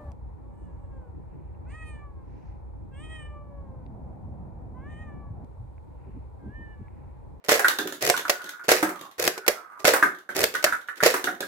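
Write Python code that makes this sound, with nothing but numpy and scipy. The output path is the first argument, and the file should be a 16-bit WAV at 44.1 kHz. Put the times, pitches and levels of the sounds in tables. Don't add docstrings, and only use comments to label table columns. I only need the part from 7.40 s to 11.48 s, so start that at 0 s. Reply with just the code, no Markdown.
import sys
import numpy as np
from scipy import signal
from scipy.fft import rfft, irfft, next_fast_len
from scipy.io import wavfile
from scipy.ndimage import uniform_filter1d

SR = 44100
rng = np.random.default_rng(int(sys.argv[2]) if len(sys.argv) > 2 else 0)


def transcribe(u):
    v = np.clip(np.atleast_2d(u).T, -1, 1)
    q = np.round(v * 32767).astype(np.int16)
    wavfile.write(sys.argv[1], SR, q)


N = 179751
T = np.arange(SR // 5) / SR

# catch release in seconds, trigger lead in seconds, crack in dB,
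# thud in dB, t60 of the spring's shudder in seconds.
SHOTS = [(0.0914, 0.052, -0.5, -3, 0.25), (1.2891, 0.054, 0.5, -1, 0.26), (2.451, 0.06, 1, 0, 0.2),
         (3.634, 0.067, 0.5, 0.5, 0.29)]
# delay in seconds, crack in dB, thud in dB, thud centre in Hz, crack t60 in seconds.
FIRING_CONTACTS = [(-0.0068, -24.5, -20.5, 176, 0.029), (0, -13, -21, 500, 0.043),
                   (0.0273, -14.5, -11.5, 530, 0.029), (0.0563, -30, -29, 540, 0.027)]
# pitch in Hz, relative level in dB, t60 in seconds.
SHELL_MODES = [(134, -19.5, 0.032), (185, -13.5, 0.042), (387.7, -3.5, 0.061), (443.5, 0, 0.054),
               (502.5, 3.5, 0.038), (573.8, -6, 0.071), (604.8, 1.5, 0.041), (710, -4, 0.065),
               (1093, -26, 0.016), (1480, -18, 0.023), (1937, -6, 0.02), (2560, -2, 0.014)]
BARREL_MODES = [(461, -2, 0.23), (509.5, -2, 0.22)]
PANEL_MODES = [(147, -22, 0.026), (198.7, -11, 0.12), (309, -2, 0.069), (327.4, -10, 0.069),
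               (369, 1, 0.065), (409, -7, 0.084), (556, 8.5, 0.025), (719, 1, 0.041)]
# start in seconds, slap in dB, panel boom in dB.
DART_HITS = [(0.1931, -18, -38), (0.4547, -48, -29.5), (1.4273, -18.5, -18.5), (1.4906, -30.5, -37),
             (2.5351, -15, -28.5), (2.5625, -23, -57), (3.7401, -19, -29), (3.7654, -29.5, -46.5)]
# start in seconds, level in dB, cavity pitch in Hz, table thump in dB.
CUP_LANDINGS = [(0.245, -11.5, 1523, -59), (0.391, -26, 1574, -29.5), (0.74, -23.5, 1508, -61),
                (0.774, -33, 1520, -47), (0.8519, -25.5, 1353, -52), (1.194, -42, 1420, -64),
                (2.626, -11, 1531, -28.5), (2.89, -29.5, 1523, -40), (3.149, -22.5, 1540, -49),
                (3.2646, -20.5, 1535, -46), (3.324, -20, 1472, -69), (3.486, -29, 1504, -59),
                (3.604, -23.5, 1550, -66), (3.872, -20.5, 1530, -30), (4.027, -32.5, 1610, -51)]
# multiple of the cavity pitch, relative level in dB, t60 in seconds.
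CUP_MODES = [(0.82, -1, 0.017), (1, 6, 0.036), (1.119, 0, 0.018), (1.3, -12, 0.011)]
# start in seconds, click in dB, thump in dB.
RIM_HITS = [(0.282, -15.5, -36), (0.386, -22.5, -38.5), (0.473, -29.5, -62), (0.523, -32.5, -38),
            (0.765, -27.5, -66), (0.775, -24.5, -60), (1.041, -39.0, -44.5), (1.091, -33, -74),
            (1.611, -38.5, -44), (3.151, -27.5, -42), (3.841, -22.5, -33), (4.005, -27.5, -30.5)]
# start and end in seconds, highest tick level in dB.
SETTLING_SPANS = [(0.295, 1.095, -41.5), (1.518, 1.75, -46), (2.656, 4.05, -47.5)]
# arrival at the stop in seconds, ratchet run in seconds, level in dB.
SLIDE_PULLS = [(0.6986, 0.075, 1), (1.8765, 0.0795, -0.5), (3.0393, 0.075, 0)]
RATCHET_TEETH = [1, 0.655, 0.46, 0.325, 0.11]
# landing in seconds, level in dB.
SLIDE_SHUTS = [(0.8957, -0.5), (2.0791, 1), (3.2411, 0.5)]
# delay in seconds, crack in dB, thud in dB, thud centre in Hz, crack t60 in seconds.
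CLOSING_CONTACTS = [(-0.102, -32.5, -34.5, 427, 0.042), (-0.015, -31.5, -41, 547, 0.04),
                    (0, -13.5, -21.5, 620, 0.022), (0.0036, -14.5, -22, 705, 0.03)]
# start and end in seconds, first and last pitch in Hz,
# first and last level in dB.
ROCKING_SPANS = [(0.867, 1.235, 1465, 1452, -41.5, -47.5), (1.472, 1.662, 1313, 1077, -46, -46),
                 (1.902, 2.41, 1560, 1145, -47.5, -47)]
# frequency in Hz, relative spectral density in dB.
CRACK_SPECTRUM = [(30, -1), (110, -26.5), (400, 2), (950, 3.5), (1400, 6.5), (2000, 9.5), (3200, 0.5),
                  (5000, 2.5), (7400, -1), (9000, -6.5), (12000, -2.5), (16000, -11)]
SLAP_SPECTRUM = [(80, -44.5), (400, 3), (850, 3.5), (1500, 9), (2200, 0.5), (3200, -10.5), (7000, -9),
                 (16000, -11.5)]
CUP_WALL_SPECTRUM = [(150, -20), (800, -13), (1300, 0), (2050, -3.5), (3000, -25.5), (12000, -22),
                     (16000, -32)]
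RIM_SPECTRUM = [(100, -21), (900, 0), (1600, 8), (2500, -1), (3600, 6), (4900, -3.5), (6400, 0),
                (8500, -7.5), (12000, -3.5), (16000, -10.5)]
AIR_SPECTRUM = [(30, -14), (70, -20), (700, -6.5), (2000, -19.5), (16000, -60)]
# frequency in Hz, left-right correlation.
PORT_LIKENESS = [(150, 0.84), (350, 1), (650, 0.43), (1500, -0.099), (3500, -0.29), (9000, 0.21)]
# frequency in Hz, left over right in dB.
PORT_BALANCE = [(150, .5), (350, -1.5), (700, -4.5), (1800, -3), (4000, -1), (8000, -2), (14000, 3)]


def amp(db):
    return 10 ** (np.asarray(db) / 20)


def along(points, hz):
    freqs, values = np.transpose(points)
    return np.interp(np.log(hz + 1), np.log(freqs), values)


def filtered(x, response):
    n = x.shape[-1]
    padded = next_fast_len(n + SR // 20)
    return irfft(rfft(x, padded) * response(np.fft.rfftfreq(padded, 1 / SR)), padded)[..., :n]


def coloured(x, spectrum, size=1024):
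    gain = amp(along(spectrum, np.fft.rfftfreq(size, 1 / SR)))
    cepstrum = irfft(np.log(gain))
    cepstrum[1:size // 2] *= 2
    cepstrum[size // 2 + 1:] = 0
    impulse = irfft(np.exp(rfft(cepstrum)))
    return signal.fftconvolve(x, impulse[None], axes=1)[:, :x.shape[1]]


def stereo_noise(n):
    def mid_side_gains(hz):
        angle = np.arccos(np.clip(along(PORT_LIKENESS, hz), -1, 1)) / 2
        return np.array([np.cos(angle), np.sin(angle)])
    mid, side = filtered(rng.standard_normal((2, n)), mid_side_gains)
    return np.array([mid + side, mid - side])


def unit_crest(x, size=180):
    power = np.mean(np.atleast_2d(x) ** 2, axis=0)
    return x / np.sqrt(uniform_filter1d(power, size, mode="constant").max() + 1e-20)


def burst(spectrum, t60, attack=0.00054):
    envelope = amp(-60 * T / max(t60, .002)) * (1 - np.exp(-T / attack))
    return unit_crest(coloured(stereo_noise(len(T)) * envelope, spectrum))


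def ring(modes, attack, scatter_db, port_lag=.00006):
    hz, db, t60 = np.transpose(modes)[:, :, None]
    strength, phase, side = rng.uniform(-1, 1, (3, len(hz), 1))
    decay = amp(db + scatter_db * strength - 60 * T / t60) * (1 - np.exp(-T / attack))
    lag = port_lag * np.sign(side)
    ports = [(decay * np.sin(2 * np.pi * hz * (T + shift) + phase)).sum(0) for shift in (-lag, lag)]
    return unit_crest(np.array(ports))


def struck_at(modes, centre_hz, favour_db, reach=0.25):
    return [(hz, db + favour_db * np.exp(-(np.log(hz / centre_hz) / reach) ** 2), t60)
            for hz, db, t60 in modes]


def room(x, wet_db, low_t60=0.34, high_t60=0.25, split_hz=900, build_s=0.0056):
    t = np.arange(SR // 2) / SR
    noise = stereo_noise(len(t))
    low = signal.sosfilt(signal.butter(1, split_hz, fs=SR, output="sos"), noise)
    response = low * amp(-60 * t / low_t60) + (noise - low) * amp(-60 * t / high_t60)
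    response *= 1 - np.exp(-(t / build_s) ** 2)
    response *= amp(wet_db) / np.linalg.norm(response[0])
    response[:, 0] += 1
    return signal.fftconvolve(x, response, axes=1)


def add(out, s, x):
    part = out[:, max(round(s * SR), 0):][:, :x.shape[1]]
    part += x[:, :part.shape[1]]


def rattle(swell_s, rattle_db, shell_db, fade_t60, rise_db, grain_db, grain_samples=45):
    late = T - swell_s
    swell = amp(np.where(late < 0, rise_db * late / swell_s, -60 * late / fade_t60))
    swell *= 1 - np.exp(-T / .006)
    knocks = amp(np.minimum(rng.standard_normal(len(T) // grain_samples + 1), 1) * grain_db)
    drive = stereo_noise(len(T)) * swell * np.repeat(knocks, grain_samples)[:len(T)]
    shell = ring(SHELL_MODES, attack=0.002, scatter_db=5.0)
    body = unit_crest(signal.fftconvolve(drive, shell, axes=1)[:, :len(T)])
    grit = unit_crest(coloured(drive, CRACK_SPECTRUM))
    return room(amp(rattle_db) * grit + amp(shell_db) * body, wet_db=-11)


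def contact(crack_db, thud_db, centre_hz, t60, attack, wet_db, favour_db=10, tilt_db=2, usual_t60=0.029):
    thud = amp(thud_db) * ring(struck_at(SHELL_MODES, centre_hz, favour_db), attack=0.0036, scatter_db=2)
    slope_db = tilt_db * np.log2(usual_t60 / t60)
    spectrum = [(hz, db + slope_db * max(np.log2(hz / centre_hz), 0)) for hz, db in CRACK_SPECTRUM]
    crack = amp(crack_db) * burst(spectrum, t60, attack)
    return room(crack, wet_db) + room(thud, wet_db=-13)


def blaster_shots(spring_lag_s=0.0045, spring_swell_s=0.022):
    out = np.zeros((2, N))
    for s, lead_s, crack_db, thud_db, shudder_t60 in SHOTS:
        creak = rattle(0.0087, rattle_db=-43, shell_db=-47, fade_t60=0.13, rise_db=-5, grain_db=8.5)
        add(out, s - lead_s, creak)
        for delay, crack, thud, hz, t60 in FIRING_CONTACTS:
            knock = contact(crack + crack_db, thud + thud_db, hz, t60, attack=0.00066, wet_db=-5.5)
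            add(out, s + delay, knock)
        shudder = rattle(spring_swell_s, rattle_db=crack_db - 17, shell_db=thud_db - 21.5,
                         fade_t60=shudder_t60, rise_db=8.5, grain_db=6)
        add(out, s + spring_lag_s, shudder)
        hoot = amp(thud_db - 21) * ring(BARREL_MODES, attack=0.0045, scatter_db=2.5)
        add(out, s + spring_lag_s + spring_swell_s, room(hoot, wet_db=-13.5))
    return out


def dart_hits():
    out = np.zeros((2, N))
    modes = struck_at(PANEL_MODES, centre_hz=271, favour_db=6, reach=0.54)
    for s, slap_db, panel_db in DART_HITS:
        slap = amp(slap_db) * burst(SLAP_SPECTRUM, t60=0.091, attack=0.00044)
        boom = amp(panel_db) * ring(modes, attack=0.0026, scatter_db=4.5)
        add(out, s, room(slap + boom, wet_db=-3))
    return out


def cup_note(hz):
    modes = [(hz * ratio ** (1 + rng.normal(0, 0.41)), db, t60) for ratio, db, t60 in CUP_MODES]
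    return ring(modes, attack=0.0009, scatter_db=7.5, port_lag=.00004)


def cup_pops(echo_s=0.0083, echo_db=-5, slap_db=-11, rim_db=-20, flop_s=0.00421, flop_db=-3):
    out = np.zeros((2, N))
    for s, db, hz, thump_db in CUP_LANDINGS:
        pop = cup_note(hz) + amp(slap_db) * burst(CUP_WALL_SPECTRUM, t60=0.12)
        pop += amp(rim_db) * burst(RIM_SPECTRUM, t60=0.025)
        add(pop, flop_s, amp(flop_db) * cup_note(hz))
        add(out, s, room(amp(db) * pop, wet_db=-1.5))
        add(out, s + echo_s, amp(db + echo_db) * pop[::-1])
        thump = amp(thump_db) * ring(PANEL_MODES, attack=0.0033, scatter_db=7.5)
        add(out, s, room(thump, wet_db=1.5))
    return out


def rim_clicks():
    out = np.zeros((2, N))
    for s, click_db, thump_db in RIM_HITS:
        click = amp(click_db) * burst(RIM_SPECTRUM, t60=0.024, attack=0.0014)
        thump = amp(thump_db) * ring(PANEL_MODES, attack=0.0013, scatter_db=5.5)
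        add(out, s, room(click + thump, wet_db=-1))
    return out


def settling_cups(ticks_per_s=16, scatter_db=4):
    out = np.zeros((2, N))
    for start, end, db in SETTLING_SPANS:
        for s in np.arange(start, end, 1 / ticks_per_s):
            delay, softness = rng.random(2)
            tick = burst(RIM_SPECTRUM, t60=0.032, attack=0.0015)
            add(out, s + delay / ticks_per_s, amp(db - scatter_db * softness) * tick)
    return room(out, wet_db=-0.5)[:, :N]


def slide_pulls(slack_s=0.017):
    out = np.zeros((2, N))
    for stop, run_s, db in SLIDE_PULLS:
        scrape_s = run_s + slack_s
        scrape = rattle(scrape_s, rattle_db=db - 27, shell_db=db - 25.5,
                        fade_t60=0.092, rise_db=1.5, grain_db=6)
        add(out, stop - scrape_s, scrape)
        for to_go in RATCHET_TEETH:
            tooth_hz = 470 * np.exp(rng.normal(0, 0.091))
            tooth = contact(db - 23, db - 29, tooth_hz, t60=0.013, attack=0.0026, wet_db=-16)
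            add(out, stop - to_go * run_s, tooth)
        knock = contact(db - 12.5, db - 21.5, 430, t60=0.023, attack=0.0004, wet_db=-8, favour_db=2.5)
        add(out, stop, knock)
    return out


def slide_shuts():
    out = np.zeros((2, N))
    for s, db in SLIDE_SHUTS:
        for delay, crack, thud, hz, t60 in CLOSING_CONTACTS:
            add(out, s + delay, contact(crack + db, thud + db, hz, t60, attack=0.00065, wet_db=-10.5))
    return out


def rocking_cups(taps_per_s=55, turn_s=0.0695, sway_db=5, scatter_db=2):
    out = np.zeros((2, N))
    for start, end, start_hz, end_hz, start_db, end_db in ROCKING_SPANS:
        for s in np.arange(start, end, 1 / taps_per_s):
            hz = np.interp(s, (start, end), (start_hz, end_hz))
            db = np.interp(s, (start, end), (start_db, end_db))
            lean_db = -sway_db * np.cos(2 * np.pi * (end - s) / turn_s)
            tap = cup_note(hz) + amp(-13) * burst(CUP_WALL_SPECTRUM, t60=0.02)
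            add(out, s + rng.normal(0, 0.003), amp(db + lean_db + scatter_db * rng.normal()) * tap)
    return room(out, wet_db=3.5)[:, :N]


def scene():
    air = coloured(stereo_noise(N), AIR_SPECTRUM)
    blaster = blaster_shots() + slide_pulls() + slide_shuts()
    cups = cup_pops() + rim_clicks() + settling_cups() + rocking_cups()
    return amp(-66.5) * air / air.std() + blaster + dart_hits() + cups


def record(dry, low_cut_hz=65, top_hz=15900):
    def microphone(hz):
        balance = amp(np.outer([1, -1], along(PORT_BALANCE, hz)) / 2)
        return balance * 1j * hz / (1j * hz + low_cut_hz)
    picked_up = filtered(dry, microphone)
    rounded = picked_up / (1 + picked_up ** 6) ** (1 / 6)
    return filtered(rounded, lambda hz: 1 / np.sqrt(1 + (hz / top_hz) ** 120))


dry = scene()
out = record(dry)
transcribe(out)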